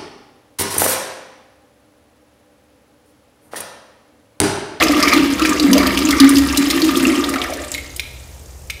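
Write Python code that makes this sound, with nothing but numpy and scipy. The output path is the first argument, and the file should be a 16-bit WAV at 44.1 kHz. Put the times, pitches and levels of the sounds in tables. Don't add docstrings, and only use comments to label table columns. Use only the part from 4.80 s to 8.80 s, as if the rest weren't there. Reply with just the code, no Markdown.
import sys
import numpy as np
from scipy import signal
from scipy.fft import rfft, irfft, next_fast_len
from scipy.io import wavfile
from scipy.ndimage import uniform_filter1d

SR = 44100
rng = np.random.default_rng(int(sys.argv[2]) if len(sys.argv) > 2 else 0)


def output_pcm(signal):
    pcm = np.clip(np.atleast_2d(signal).T, -1, 1) * 32767
    wavfile.write(sys.argv[1], SR, np.round(pcm).astype(np.int16))


N = 176400

# start_s, level_db, pitch_hz
GLUGS = [(0.023, -4, 318.6), (0.094, -3.5, 292), (0.153, -8.5, 297.4), (0.221, -16, 326), (0.273, -6, 281),
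         (0.338, -4, 282.6), (.36, -4, 304), (0.407, -7, 284), (0.482, -11, 284), (0.613, -5.5, 314),
         (0.689, -10, 298.6), (0.802, -4.5, 299.7), (.842, -0.5, 284.3), (0.878, -10, 195),
         (.895, -5, 239.3), (.912, -2, 265.7), (0.964, -5.5, 281.5), (1.048, -6, 270.7),
         (1.234, -8.5, 305.6), (1.282, -6, 288.3), (1.402, 4, 274), (1.435, -1.5, 267.2),
         (1.492, -5.5, 273), (1.561, -4.5, 276.2), (1.776, -3.5, 280.2), (1.866, -14, 296.4),
         (1.931, -8.5, 276.4), (2.024, -4, 317.7), (2.07, -11.5, 293), (2.167, -18, 288),
         (2.228, -7, 258.7), (2.269, -6, 318), (2.358, -11, 352), (2.383, -10, 294)]


def glugs():
    out = np.zeros(N)
    for start_s, level_db, pitch_hz in GLUGS:
        boom = bubble(pitch_hz, t60_s=0.24, glide=0.01344, rise_s=0.008, size=16000)
        add(out, start_s, amp(level_db - 0.5) * boom)
    return signal.lfilter(*signal.butter(2, 120, "high", fs=SR), out)


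# time_s, level_db
GURGLE_FADER = [(0, -21.5), (.4, -14), (.55, -22.5), (.95, -18.5), (1.15, -19.5), (1.45, -18),
                (1.72, -21.5), (2.05, -18.5), (2.33, -14), (2.5, -21), (2.7, -30.5), (2.9, -38.5),
                (3.2, -48.5), (4, -83)]
PLOP_FADER = [(0, -17.5), (.12, -21.5), (.33, -26), (.5, -31), (.88, -28), (.96, -15.5), (1.1, -28.5),
              (1.7, -36), (2.3, -29.5), (2.48, -32), (2.57, -26), (2.66, -28.5), (2.73, -24.5),
              (2.9, -38.5), (3.1, -48), (4, -73)]
BURBLE_FADER = [(0, -13.5), (.12, -24), (.21, -15), (.34, -14.5), (.45, -36), (.57, -30), (.65, -17.5),
                (.85, -29), (1.02, -16.5), (1.2, -30.5), (1.37, -16), (1.43, -17), (1.55, -29.5),
                (1.85, -26.5), (2.25, -25), (2.6, -26.5), (2.85, -36.5), (3.1, -88)]
# frequency_hz, gain_db
BURBLE_EQ = [(750, -22), (950, -4.5), (1080, 0), (1210, 10), (1330, -3), (1500, -1.5), (1850, 2.5),
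             (2300, 3.5), (2900, -11)]


def bubbling():
    gurgle = swarm(per_s=190, band_hz=(251.5, 365.7), cycles=45.5, glide=0.039, spread_db=2, voices=20)
    plop = swarm(per_s=340, band_hz=(386, 742), cycles=54, glide=0.053, spread_db=3, voices=24)
    burble = swarm(per_s=1000, band_hz=(831, 2560), cycles=18.7, glide=0.081, spread_db=6)
    return (amp(-2.5) * ride(gurgle, GURGLE_FADER)
            + amp(-4.5) * ride(plop, PLOP_FADER)
            + amp(-3) * ride(eq(burble, BURBLE_EQ), BURBLE_FADER))


# time_s, level_db
SPLASH_FADER = [(0, -15.5), (.12, -23.5), (.33, -18), (.55, -25.5), (.67, -24), (.87, -26), (1.02, -22),
                (1.35, -25.5), (1.7, -23.5), (2.1, -23), (2.4, -26), (2.65, -33.5), (2.88, -36.5),
                (3.1, -41.5), (4, -58.5)]
FIZZ_FADER = [(0, -34), (.3, -33.5), (.55, -37), (.68, -37), (.85, -31.5), (1.1, -36.5), (1.35, -33.5),
              (1.7, -31), (2.35, -32), (2.6, -39.5), (2.9, -37.5), (3.2, -47), (4, -52)]
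# frequency_hz, gain_db
TINKLE_EQ = [(1500, -20), (2700, 5), (3700, 1.5), (4300, 1), (5100, 7), (5800, -0.5), (7000, -2.5)]
FIZZ_EQ = [(6000, 2), (8000, -1), (11500, -4), (15000, -9.5)]
SPRAY_EQ = [(150, -13), (500, -3.5), (1200, 3.5), (2500, 3), (5000, -5), (8000, -10.5), (15000, -12.5)]


def fizz_and_spray():
    tinkle = swarm(per_s=800, band_hz=(2470, 7350), cycles=13, glide=0.06, spread_db=6)
    fizz = swarm(per_s=580, band_hz=(6200, 15200), cycles=14, glide=0.078, spread_db=5, scatter=0.95)
    droplets = rng.choice([-1, 1], N) * (rng.random(N) < 700 / SR)
    droplets = droplets * amp(5.2 * np.minimum(rng.exponential(1, N), 4))
    spray = bowl(droplets, scatter=0.4)[:N]
    return (amp(-6) * ride(eq(tinkle, TINKLE_EQ), SPLASH_FADER)
            + amp(-6) * ride(eq(spray, SPRAY_EQ), SPLASH_FADER)
            + amp(-2) * ride(eq(fizz, FIZZ_EQ), FIZZ_FADER))


# start_s, level_db, pitch_hz, click_vs_bubble_db
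SMACKS = [(0.0246, -3.5, 2320, -0.5), (0.036, -8, 6300, -2), (0.0834, -8, 5000, -16),
          (0.119, -28.5, 6040, 14), (0.203, -22, 5400, 7), (0.227, -3.5, 4900, -5.5), (0.281, -8, 2900, -1),
          (0.328, -2.5, 1200, -11), (.3346, -4, 3930, -3), (0.595, -12, 1280, 0.5),
          (0.6204, -9.5, 2770, -3), (0.6504, -6.5, 2290, -6), (.657, -18.5, 5300, 6),
          (0.6934, -10, 7300, -5.5), (0.731, -14, 6160, -8), (0.7977, -6, 4420, -3.5),
          (0.9307, -16.5, 3800, 14), (0.9803, -5, 4800, -4.5), (1.069, -14.5, 4400, 5),
          (1.1742, -4.5, 2920, -5.5), (1.1888, -18.5, 5330, 6), (1.2527, -8.5, 6750, -18),
          (1.2875, -11.5, 2840, 0.5), (1.3078, -11, 4800, 5), (1.4008, -1, 4700, -1.5),
          (1.444, -6.5, 1620, -3), (1.492, -5, 9200, -5.5), (1.5563, -9, 4900, -9), (1.568, -14.5, 5100, 3),
          (1.583, -20, 7300, 11), (1.7728, -15, 5700, 11), (1.9014, -10, 3900, 2.5), (1.909, -9.5, 5170, 1),
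          (2.0188, -4.5, 4300, -11), (2.043, -26.5, 5900, 11), (2.1559, -9.5, 3430, -19),
          (2.171, -17.5, 8700, 6), (2.2277, -16.5, 8160, -6), (2.2518, -4, 2650, -28),
          (2.2693, -13, 7200, -5.5), (2.353, -13.5, 2960, -24), (2.4403, -10, 3610, -7),
          (2.4919, -16.5, 9200, -1), (2.539, -11.5, 1990, -6), (2.559, -11.5, 1270, -5.5),
          (2.6162, -9, 3370, -9), (2.618, -13, 2900, -13), (2.6385, -23, 5780, 2.5),
          (2.644, -14, 1960, -23), (2.735, -22.5, 5500, 2.5), (2.847, -22, 7900, -12)]


def smacks(cycles=22):
    hits = [(start_s, db, hz, click_db, cycles / hz) for start_s, db, hz, click_db in SMACKS]
    return impacts(hits, click_s=0.0033, glide=0.084, ring_scatter=0.96, click_scatter=0.69, gain_db=-6.5)


# start_s, level_db, pitch_hz, click_vs_bubble_db, bubble_t60_s
DRIPS = [(2.9168, -15.5, 7420, -6, 0.0058), (2.9407, -19, 3880, 0.5, 0.019), (2.947, -21.5, 2120, 2, 0.06),
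         (2.9796, -20, 2110, -8, 0.053), (3.1622, -25.5, 8840, 3, 0.0051), (3.167, -35, 6500, -2, 0.0065),
         (3.1955, -14.5, 2380, -9, 0.013), (3.196, -17, 3500, 0, 0.01), (3.876, -47, 7240, -8, 0.0055),
         (3.8996, -19, 2240, -2, 0.019), (3.903, -23, 3600, 0.5, 0.017), (3.9075, -25, 2350, -18, 0.012)]


def drips():
    return impacts(DRIPS, click_s=0.0026, glide=0.14, ring_scatter=0.61, click_scatter=1, gain_db=-3.5)


# frequency_hz, gain_db
CLICK_EQ = [(200, -8), (1000, -1), (2500, 10.5), (5000, 5), (8000, -2.5), (12000, -3.5), (16000, -9)]


def impacts(hits, click_s, glide, ring_scatter, click_scatter, gain_db, size=3000):
    out, t = np.zeros(N), np.arange(size) / SR
    for start_s, level_db, pitch_hz, click_db, t60_s in hits:
        ring = bowl(bubble(pitch_hz, t60_s, glide, rise_s=0.000072, size=size), ring_scatter)
        envelope = np.exp(-t / click_s * np.sqrt(4000 / pitch_hz)) * (1 - np.exp(-t / 0.0002))
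        burst = eq(rng.standard_normal(size) * envelope, CLICK_EQ)
        low_cut = signal.butter(2, min(0.82 * pitch_hz, SR / 3), "high", fs=SR)
        click = bowl(signal.lfilter(*low_cut, burst), click_scatter)
        ring, click = (x / np.sqrt(uniform_filter1d(x ** 2, size=130).max()) for x in (ring, click))
        add(out, start_s, amp(level_db + gain_db) * (ring + amp(click_db) * click))
    return out


# time_s, level_db
CHURN_FADER = [(0, -33.5), (.25, -51), (.34, -47), (.45, -35.5), (.8, -46), (1.05, -29), (1.2, -37),
               (1.35, -31.5), (1.53, -37), (1.62, -27.5), (1.75, -30), (1.85, -56), (2.6, -50), (3, -93)]
# frequency_hz, gain_db
CHURN_EQ = [(20, -22), (40, -5), (70, 14.5), (115, -2.5), (160, -9), (250, -34), (1000, -64)]


def churn():
    return ride(eq(rng.standard_normal(N), CHURN_EQ), CHURN_FADER)


def swarm(per_s, band_hz, cycles, glide, spread_db, scatter=1, voices=48, chances=400):
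    out = np.zeros(N)
    low_hz, high_hz = band_hz
    for voice in range(voices):
        hz = low_hz * (high_hz / low_hz) ** ((voice + rng.random()) / voices)
        t60_s = cycles * rng.uniform(0.85, 1) / hz
        ring = bowl(bubble(hz, t60_s, glide * rng.random(), rise_s=0.71 / hz), scatter)
        ring /= np.linalg.norm(ring)
        position, dice, rarity = rng.random((3, chances))
        born = dice < per_s * N / SR / voices / chances
        boosts_db = spread_db * np.minimum(-np.log(rarity[born]), 4)
        for start_s, boost_db in zip(position[born] * N / SR, boosts_db):
            add(out, start_s, ring * amp(boost_db))
    return out


def bubble(hz, t60_s, glide, rise_s, size=6000):
    t = np.arange(size) / SR
    pitch_hz = hz * (1 + glide * np.minimum(t / t60_s, 1))
    envelope = (1 - np.exp(-t / rise_s)) * amp(-60 * t / t60_s)
    return np.sin(2 * np.pi * np.cumsum(pitch_hz) / SR) * envelope


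def bowl(x, scatter, t60_s=0.041, size=2000):
    t = np.arange(size) / SR
    taps = rng.standard_normal(size) * (rng.random(size) < 0.1)
    taps *= (t > 0.0006) * amp(-60 * t / t60_s)
    taps *= scatter * amp(3) / np.linalg.norm(taps)
    taps[0] = 1
    return signal.fftconvolve(x, taps)


# pitch_hz, gain_db, t60_s
MODES = [(195, 10.5, 1.6), (277, 2, 0.55), (336, -25, 0.8), (338, 1, 1.3), (503, 5, 0.96),
         (599.5, 7.5, 0.4), (720, 5.5, 0.7), (942, 12, 0.61), (1148, -2.5, 0.16), (1220, -15, 1.9),
         (1338, 13, 1), (1778, 7, 0.49), (1902, 8.5, 0.59)]


def standing_waves(x):
    t = np.arange(SR) / SR
    ringing = np.zeros(SR)
    for pitch_hz, gain_db, t60_s in MODES:
        buildup = t60_s * SR / (2 * np.log(1000))
        ringing += amp(gain_db - 60 * t / t60_s) * np.cos(2 * np.pi * pitch_hz * t) / buildup
    return signal.fftconvolve(x, ringing)[:N]


# frequency_hz, t60_s
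ROOM_DECAY = [(200, 0.13), (1000, 1), (2400, 0.8), (4000, 0.77), (7000, 0.33), (15000, 0.47)]


def room(x, predelay_s=0.014):
    hz, t, spectrum = signal.stft(rng.standard_normal(SR), SR, nperseg=256)
    decay = amp(-60 * t / curve_at(ROOM_DECAY, hz)[:, None])
    tail = signal.istft(spectrum * decay, SR, nperseg=256)[1]
    tail *= np.clip((np.arange(len(tail)) / SR - predelay_s) / 0.0023, 0, 1)
    return signal.fftconvolve(x, tail / np.linalg.norm(tail))[:N]


# pitch_hz, level_db
FAN_HUM = [(65.4, -42), (59.9, -44), (80.1, -43.5), (125.8, -50)]
# frequency_hz, gain_db
AIR_EQ = [(20, -12), (45, 0), (75, -1), (100, -5), (160, -7.5), (260, -14), (500, -9.5), (1000, -19.5),
          (2000, -26), (3500, -30.5), (6000, -21.5), (10000, -27.5), (15000, -29)]


def fan():
    t = np.arange(N) / SR
    hum = sum(amp(db) * np.sqrt(2) * np.sin(2 * np.pi * (hz * t + rng.random())) for hz, db in FAN_HUM)
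    air = eq(rng.standard_normal(N), AIR_EQ)
    return hum + amp(-43) * air / np.sqrt(np.mean(air ** 2))


def amp(db):
    return 10 ** (np.asarray(db) / 20)


def curve_at(points, hz):
    points_hz, values = np.transpose(points)
    return np.interp(np.log(hz + 1), np.log(points_hz), values)


def eq(x, points):
    n = next_fast_len(len(x) + 1024)
    gain = amp(curve_at(points, np.fft.rfftfreq(n, 1 / SR)))
    return irfft(rfft(x, n) * gain, n)[:len(x)]


def ride(x, fader, window=5000):
    power = uniform_filter1d(uniform_filter1d(x ** 2, window), window)
    even = x / np.sqrt(abs(power) + np.mean(x ** 2) / 100)
    return even * amp(np.interp(np.arange(N) / SR, *np.transpose(fader)))


def add(mix, start_s, sound):
    part = mix[max(round(start_s * SR), 0):][:len(sound)]
    part += sound[:len(part)]


def scene():
    pour = bubbling() + fizz_and_spray() + churn() + smacks()
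    plinks = drips()
    booms = glugs()
    reverb = room(amp(-10.5) * pour + amp(-9.5) * plinks + amp(-9) * booms)
    return (pour + plinks + booms + reverb + standing_waves(pour + booms) + fan())[None]


def record(dry):
    high_cut = signal.firwin(401, 15600, window=("kaiser", 8), fs=SR)
    return signal.oaconvolve(np.clip(dry, -1, 1), high_cut[None], "same")


dry = scene()
out = record(dry)
output_pcm(out)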